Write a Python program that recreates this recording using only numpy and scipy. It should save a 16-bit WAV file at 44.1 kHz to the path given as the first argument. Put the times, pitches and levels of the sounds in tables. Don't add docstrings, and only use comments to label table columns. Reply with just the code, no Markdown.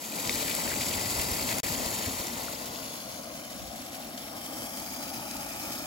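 import sys
import numpy as np
from scipy import signal
from scipy.fft import rfft, irfft, next_fast_len
from scipy.io import wavfile
from scipy.ndimage import uniform_filter1d

SR = 44100
rng = np.random.default_rng(int(sys.argv[2]) if len(sys.argv) > 2 else 0)


def int16_out(signal):
    q = np.round(np.clip(np.atleast_2d(signal).T, -1, 1) * 32767)
    wavfile.write(sys.argv[1], SR, q.astype(np.int16))


N = 258677
TIME = np.arange(N) / SR
HZ = np.fft.rfftfreq(1024, 1 / SR)
FRAME_S = np.arange(N // 256 + 2) * 256 / SR


def amp(db):
    return 10 ** (np.asarray(db) / 20)


def unit_rms(x):
    return x / np.sqrt(np.mean(x ** 2) + 1e-20)


def curve(rows, at):
    first, *columns = np.transpose(rows)
    return [np.interp(at, first, column) for column in columns]


def spectrum(rows, hz):
    first, *columns = np.transpose(rows)
    return [np.interp(np.log(hz + 1), np.log(first), column) for column in columns]


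def wander(rate_hz):
    size = next_fast_len(N, True)
    hz = np.fft.rfftfreq(size, 1 / SR)
    return unit_rms(irfft(rfft(rng.standard_normal(size)) / (1 + (hz / rate_hz) ** 2), size)[:N])


def coloured_noise(colour, channels):
    size = next_fast_len(N, True)
    db, = spectrum(colour, np.fft.rfftfreq(size, 1 / SR))
    return unit_rms(irfft(rfft(rng.standard_normal((channels, size))) * amp(db), size)[:, :N])


def to_frames(x):
    return signal.stft(x, nperseg=1024, noverlap=768)[2][..., :len(FRAME_S)]


def to_sound(frames):
    return signal.istft(frames, nperseg=1024, noverlap=768)[1][..., :N]


def band_rms(gain, low_hz, high_hz):
    return np.sqrt((gain[(HZ > low_hz) & (HZ < high_hz)] ** 2).sum(0) / len(HZ))


# (time [s], distance [0 over the packet, 1 drawn back])
MIC_DISTANCE = [(0, 0.17), (.3, 0.092), (1.85, 0.12), (2.4, 0.34), (3.0, 0.77), (5.87, 0.91)]
def distance(at):
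    return np.clip(curve(MIC_DISTANCE, at)[0], 0, 1)


def by_distance(close, back):
    return np.outer(close, 1 - distance(FRAME_S)) + np.outer(back, distance(FRAME_S))


# (time [s], level [dB])
STOVE_LEVEL = [(0, -35.5), (1.5, -35), (2.0, -36.5), (2.65, -42.5), (3.5, -46.5), (4.35, -45.5),
               (4.56, -42.5), (5.05, -42.5), (5.87, -41)]
def layer_gain(close_db, follow, at, reference_db=-35, fade_db=-8, fade_s=0.26):
    fall_db = curve(STOVE_LEVEL, at)[0] - reference_db
    return amp(close_db + follow * fall_db + fade_db * np.maximum(1 - at / fade_s, 0))


# (frequency [Hz], left minus right [dB], coherence [0-1], left phase lead [rad])
PORT_PAIR_CLOSE = [(80, 7, 0.75, 1), (270, 2, 1, 0.38), (560, 8, 1, 1.2), (690, 11.5, 0.85, 0.3),
                   (850, 14, 0.5, -1.5), (1260, 5, 0.08, 3.5), (1870, 2, 1, 5), (2820, 2.5, 0.52, 8.5),
                   (3520, 5, 0.74, 6), (4800, 9, 1, 7.5), (6030, 3, 0.9, 7), (6330, -5.5, 0, -11.5),
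                   (6650, -1, 1, 6.5), (10950, 0, 1, 0.5), (14800, -0.5, 0.8, -6)]
PORT_PAIR_BACK = [(78, 1, 1, -2), (275, -0.5, 0.97, 0.37), (440, 4, 0.67, 1.5), (630, 7.5, 1, 0.55),
                  (1020, 3.5, 0.75, 1.25), (1480, -0.5, 0.91, 1.03), (1870, -2, 0.43, 3),
                  (3320, 1, 0.9, 4.5), (4440, 4.5, 0.26, 5), (5180, 5.5, 0.098, 9), (6960, 1.5, 0.31, 5.5),
                  (8400, 8, 0.2, 5), (8860, 0.5, 0.86, 3.5), (16100, -1, 0.84, -8)]
def ports(frames):
    side_db, coherence, lead = map(by_distance, curve(PORT_PAIR_CLOSE, HZ), curve(PORT_PAIR_BACK, HZ))
    coherence, ratio = np.clip(coherence, 0, 1), amp(side_db)
    left = ratio * frames[0]
    right = (coherence * frames[0] + np.sqrt(1 - coherence ** 2) * frames[1]) * np.exp(-1j * lead)
    return to_sound(np.array([left, right]) * np.sqrt(2 / (1 + ratio ** 2)))


# (time [s], delay [ms], strength [0-1], onset of scattering [Hz])
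DECK_REFLECTION = [(2.3, 2.2, 0, 1100), (3.3, 2.06, 0.62, 1160), (4.0, 1.93, 0.43, 1150),
                   (4.6, 1.95, 0.47, 1220), (5.2, 1.78, 0.44, 1550), (5.87, 1.87, 0.5, 1600)]
def deck_echo(phase_rad=1.96, treble_share=0.12):
    delay_ms, strength, scatter_hz = curve(DECK_REFLECTION, FRAME_S)
    delay_cycles = HZ[:, None] * delay_ms / 1000
    specular = treble_share + (1 - treble_share) / (1 + (HZ[:, None] / scatter_hz) ** 4)
    echo = strength * specular * np.exp(1j * (phase_rad - 2 * np.pi * delay_cycles))
    return abs(1 + echo) / np.sqrt(1 + abs(echo) ** 2)


# (frequency [Hz], relative level [dB])
WIND_SPECTRUM = [(20, -26), (35, -10), (55, 10.5), (80, 2), (130, -3), (250, -30), (600, -68)]
# (centre time [s], half length [s], level [dB])
WIND_GUSTS = [(1.2, 0.078, -53), (1.471, .06, -48), (1.82, 0.039, -45), (3.63, 0.13, -53),
              (4.05, 0.12, -63), (4.97, 0.1, -62), (5.37, 0.034, -55), (5.85, 0.05, -62)]
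def breeze(draught_db=-75, uneven_db=3):
    draught = amp(draught_db + uneven_db * wander(rate_hz=4.4))
    gusts = sum(amp(db) * np.exp(-((TIME - s) / half_s) ** 2) for s, half_s, db in WIND_GUSTS)
    return (draught + gusts) * coloured_noise(WIND_SPECTRUM, channels=2)


# (frequency [Hz], relative level [dB])
FLUTTER_SPECTRUM = [(20, -36), (35, -11), (55, 0.5), (80, 0), (120, 0.5), (200, -12.5), (500, -67)]
def flutter(close_db=-46.5, back_db=-5.5, start_db=-11, build_s=0.98, uneven_db=1):
    build_db = start_db * np.maximum(1 - TIME / build_s, 0)
    change_db = back_db * distance(TIME) + build_db + uneven_db * wander(rate_hz=1.6)
    gain = layer_gain(close_db, follow=0.93, at=TIME) * amp(change_db)
    return gain * coloured_noise(FLUTTER_SPECTRUM, channels=1)


# (centre time [s], level [dB], frequency [Hz])
FLAME_PUFFS = [(.273, -37.5, 117), (.35, -40, 115), (0.797, -38, 95), (.976, -42, 93.2), (1.198, -33, 77.9),
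               (1.322, -32, 72.5), (1.418, -37, 87), (1.534, -40, 105), (1.706, -34, 170), (1.724, -38, 75),
               (1.866, -39.5, 61.6), (2.077, -30, 90), (2.203, -38, 80), (3.657, -45, 71.2),
               (3.815, -46, 90.2), (5.392, -48, 94)]
def puffs(half_s=0.0098, ragged_cycles=0.14):
    phase_slip = ragged_cycles * wander(rate_hz=45)
    out = np.zeros(N)
    for s, db, hz in FLAME_PUFFS:
        envelope = amp(db) * np.exp(-((TIME - s) / half_s) ** 2)
        out += envelope * np.sin(2 * np.pi * (hz * TIME + phase_slip + rng.random()))
    return out


def flare(flare_db=2.5, half_s=0.022):
    strongest_db = max(db for _, db, _ in FLAME_PUFFS)
    return flare_db * sum(amp(db - strongest_db) * np.exp(-((FRAME_S - s) / half_s) ** 2)
                          for s, db, _ in FLAME_PUFFS)


def resonance(centre_hz, lift_db, half_width_hz):
    return lift_db / (1 + ((HZ[:, None] - centre_hz) / half_width_hz) ** 2)


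# (time [s], resonance [Hz], lift [dB], notch [Hz], depth [dB])
STOVE_CAVITY = [(3.0, 690, -0.5, 860, -2), (3.65, 720, 6, 900, 4), (4.2, 795, 4, 980, 4),
                (4.7, 870, 4.5, 1020, 2), (5.2, 890, 5.5, 1000, 3), (5.87, 910, 4, 1000, 5)]
def stove_cavity():
    peak_hz, lift_db, notch_hz, depth_db = curve(STOVE_CAVITY, FRAME_S)
    peak = resonance(peak_hz, lift_db, half_width_hz=65)
    notch = resonance(notch_hz, depth_db, half_width_hz=50)
    return peak - notch


# (frequency [Hz], relative level close [dB], relative level drawn back [dB])
ROAR_SPECTRUM = [(40, -44, -32), (111, -5.5, -7.5), (176, -2.5, -9), (235, 6, 1.5), (345, -1.5, -0.5),
                 (376, -5.5, -12), (453, -1.5, -4.5), (602, -1, -3.5), (790, -7, -7.5), (874, -7.5, -5.5),
                 (995, -8, -9.5), (1126, -14, -12), (1364, -13.5, -12), (2200, -35, -21.5)]
# (time [s], slope [dB/octave])
ROAR_SLOPE = [(2.4, 4), (3.3, 1.5), (4.2, 1.6), (4.8, 2), (5.3, 3), (5.87, 3)]
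def flame(roar_db=-37.0, waver_db=0.9, cutoff_hz=2600):
    octaves = np.log2(np.clip(HZ, 450, 1400) / 450)
    tilt_db = np.outer(octaves, curve(ROAR_SLOPE, FRAME_S)[0])
    colour_db = by_distance(*spectrum(ROAR_SPECTRUM, HZ)) + tilt_db + stove_cavity()
    colour = amp(colour_db) / (1 + (HZ[:, None] / cutoff_hz) ** 6)
    gain = layer_gain(roar_db, follow=0.61, at=FRAME_S) * amp(flare()) / band_rms(colour, 160, 1700)
    turbulence = rng.standard_normal((2, N)) * amp(waver_db * wander(rate_hz=28))
    return colour * gain * to_frames(turbulence)


# (time [s], length [s], bubble level [dB], centre pitch [Hz])
FROTH_PATCHES = [(.24, 0.017, -30, 2160), (.405, .02, -31, 2520), (.458, 0.067, -31, 2300),
                 (.608, .016, -30, 2250), (0.656, .012, -31, 2200), (0.698, 0.046, -27.5, 2250),
                 (.805, .028, -29, 2250), (0.91, 0.041, -29, 2600), (0.974, .018, -29, 1992),
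                 (1.189, 0.037, -30.5, 2157), (1.484, 0.047, -31.5, 1990), (1.636, .04, -31, 2330),
                 (2.023, .04, -33, 2270)]
def crackles(per_s=240, decay_cycles=3, pitch_spread=0.14, spread_db=1.5, splash_gain=0.27):
    t, out = np.arange(500) / SR, np.zeros((2, N))
    for s, length_s, db, centre_hz in FROTH_PATCHES:
        count = max(round(length_s * per_s), 1)
        for k in range(count):
            hz = centre_hz * np.exp(pitch_spread * rng.standard_normal())
            ring = np.sin(2 * np.pi * (hz * t + rng.random((2, 1))))
            splash = splash_gain * rng.standard_normal((2, len(t)))
            start = round((s + length_s * (k + rng.random()) / count) * SR)
            envelope = amp(db + spread_db * rng.standard_normal()) * np.exp(-t * hz / decay_cycles)
            out[:, start:start + len(t)] += envelope * (ring + splash)
    return to_frames(out)


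# (time [s], level [dB], pitch [Hz], share of ring [0-1], splash decay [s])
LARGE_BUBBLES = [(0.273, -19, 4740, .4, .003), (0.2942, -8.5, 2200, 0.68, 0.0022),
                 (0.4805, -19, 2340, 0.54, .003), (.512, -22, 2050, 0.4, .003),
                 (0.55, -10, 6800, 0.64, 0.0023), (0.6765, -19, 1827, 0.73, .003),
                 (0.8147, -24, 2700, 0.3, 0.0045), (0.9106, -29, 2750, .4, .0025),
                 (.936, -20, 2590, 0.6, 0.0043), (1.195, -25, 3500, .2, 0.0045),
                 (1.49, -16, 2010, 0.38, 0.0022), (1.516, -14, 1960, 0.78, 0.0018),
                 (1.526, -22, 2330, 0.4, .003), (1.5844, -4, 6810, 0.82, 0.0013),
                 (2.199, -22, 4100, 0.5, .002), (2.269, -20.5, 5200, .35, .0025),
                 (2.483, -22, 1400, 0.9, 0.002), (2.6573, -24, 4500, 0.37, .002),
                 (2.759, -26, 2900, 0.3, 0.0018), (3.53, -29, 3500, 0.4, 0.0018),
                 (3.8497, -31, 3480, 0.5, .002), (4.0695, -36, 3500, .3, 0.0018),
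                 (4.176, -30.5, 2980, 0.25, 0.006), (4.62, -25, 4500, .3, 0.0018),
                 (4.771, -26.5, 5500, 0.4, 0.0023), (5.311, -23, 4700, 0.4, 0.0031),
                 (5.366, -30.5, 5500, .1, 0.0046)]
def pops(rise_s=0.00054, decay_cycles=2.2):
    t, out = np.arange(1200) / SR, np.zeros((2, N))
    attack = 1 - np.exp(-t / rise_s)
    for s, db, hz, ring_share, splash_s in LARGE_BUBBLES:
        ring = np.exp(-t * hz / decay_cycles) * np.sin(2 * np.pi * (hz * t + rng.random((2, 1))))
        band = signal.butter(1, [0.8 * hz, 2 * hz], "bandpass", fs=SR)
        splash = unit_rms(signal.lfilter(*band, rng.standard_normal((2, len(t))))) * np.exp(-t / splash_s)
        start = round(s * SR)
        out[:, start:start + len(t)] += amp(db) * attack * (ring_share * ring + (1 - ring_share) * splash)
    return to_frames(out)


def impulses(per_s, spread_db):
    return (rng.random(N) < per_s / SR) * amp(spread_db * np.minimum(rng.exponential(1, N), 4))


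def spit_power(per_s, spread_db, decay_s):
    power = signal.lfilter([1], [1, -np.exp(-2 / (decay_s * SR))], impulses(per_s, spread_db) ** 2)
    return power / power.mean()


def bubbles(low_hz, high_hz, per_s, spread_db, decay_cycles, pitches):
    t, out = np.arange(700) / SR, np.zeros((2, N))
    for hz in np.geomspace(low_hz, high_hz, pitches):
        ring = np.exp(-t * hz / decay_cycles) * np.sin(2 * np.pi * (hz * t + rng.random((2, 1)))) * hz
        out += signal.oaconvolve(impulses(per_s / pitches, spread_db)[None], ring, axes=1)[:, :N]
    return unit_rms(out)


# (time [s], frequency [Hz], lift [dB])
LOW_MODE = [(.6, 4740, 4.5), (1.2, 4850, 4.5), (2.7, 4613, 1), (3.05, 4370, 7), (3.4, 4850, -3.5),
            (4.3, 5030, 2), (4.9, 5050, 3), (5.25, 4670, 2), (5.87, 4650, 4)]
MIDDLE_MODE = [(2.7, 5200, 1.5), (3.55, 5350, 3), (4.05, 5430, 1), (4.6, 5580, 6), (4.92, 5600, -2),
               (5.25, 5500, 3.5), (5.87, 5260, 9.5)]
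HIGH_MODE = [(2.6, 6550, 0), (3.1, 6430, 5), (3.5, 6400, -2), (4.3, 6400, 0), (4.7, 6300, 3),
             (5.3, 6400, 2.5), (5.55, 6700, 2), (5.87, 6800, 7)]
def packet_modes():
    tracks = [curve(rows, FRAME_S) for rows in (LOW_MODE, MIDDLE_MODE, HIGH_MODE)]
    return sum(resonance(hz, lift_db, half_width_hz=185) for hz, lift_db in tracks)


def hiss_ripple(close_db=0.8, back_db=2.05):
    ripple = rng.standard_normal((len(HZ), len(FRAME_S)))
    for _ in range(2):
        ripple = uniform_filter1d(ripple, size=4, axis=0)
        ripple = uniform_filter1d(ripple, size=70, axis=1, mode="wrap")
    return by_distance(close_db, back_db) * unit_rms(ripple)


# (frequency [Hz], relative level close [dB], relative level drawn back [dB])
SIZZLE_SPECTRUM = [(900, -28, -27), (1615, -7, -2.5), (1996, 3.5, -1.5), (2160, -2.5, 1), (2400, -1, -0.5),
                   (2760, -2, -5), (3100, -2, 1.5), (3340, -3.5, -3), (4200, 0, -3), (5440, -3.5, -1),
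                   (5800, -4, -5), (6280, 4, -2.5), (7050, -1, -6), (8160, 0.5, -9.5), (8600, -6, -4),
                   (11400, -3, -6), (16300, -8.5, -6)]
def sizzle(body_db=-36.5, fizz_db=-33.5, steam_db=-5.0, fine_db=-6, coarse_db=-17, surge_db=0.5):
    power = amp(steam_db) ** 2 + spit_power(per_s=1000, spread_db=3.5, decay_s=0.011)
    steam = unit_rms(np.sqrt(power) * rng.standard_normal((2, N)))
    fine = bubbles(2600, 15150, per_s=2400, spread_db=3.0, decay_cycles=5.9, pitches=44)
    coarse = bubbles(1350, 2860, per_s=600, spread_db=6.5, decay_cycles=4, pitches=14)
    coarse *= amp(0.5 * distance(TIME))
    boil = unit_rms(steam + amp(fine_db) * fine + amp(coarse_db) * coarse)
    boil *= amp(surge_db * wander(rate_hz=31.0))
    colour_db = by_distance(*spectrum(SIZZLE_SPECTRUM, HZ)) + packet_modes() + hiss_ripple()
    colour = amp(colour_db) / (1 + (800 / (HZ[:, None] + 1)) ** 4)
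    body_gain = layer_gain(body_db, follow=0.92, at=FRAME_S) / band_rms(colour, 1320, 6270)
    fizz_gain = layer_gain(fizz_db, follow=1.207, at=FRAME_S) / band_rms(colour, 6000, 14600)
    fizz_share = np.clip((HZ[:, None] - 5700) / 2200, 0, 1)
    return colour * (body_gain * (1 - fizz_share) + fizz_gain * fizz_share) * to_frames(boil)


def scene():
    stove = flame() + sizzle() + pops() + crackles()
    return ports(deck_echo() * stove) + flutter() + puffs() + breeze()


def record(dry, gap_start_s=1.6032, gap_end_s=1.6318, drop_db=-22, fall_db_per_s=1700, edge_hz=16000):
    in_gap = (TIME > gap_start_s) & (TIME < gap_end_s)
    gate_db = in_gap * (drop_db - fall_db_per_s * (TIME - gap_start_s))
    gate = uniform_filter1d(amp(gate_db), size=12)
    lowpass = signal.firwin(511, edge_hz, window=("kaiser", 9), fs=SR)
    return signal.oaconvolve(dry * gate, lowpass[None], "same")


dry = scene()
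out = record(dry)
int16_out(out)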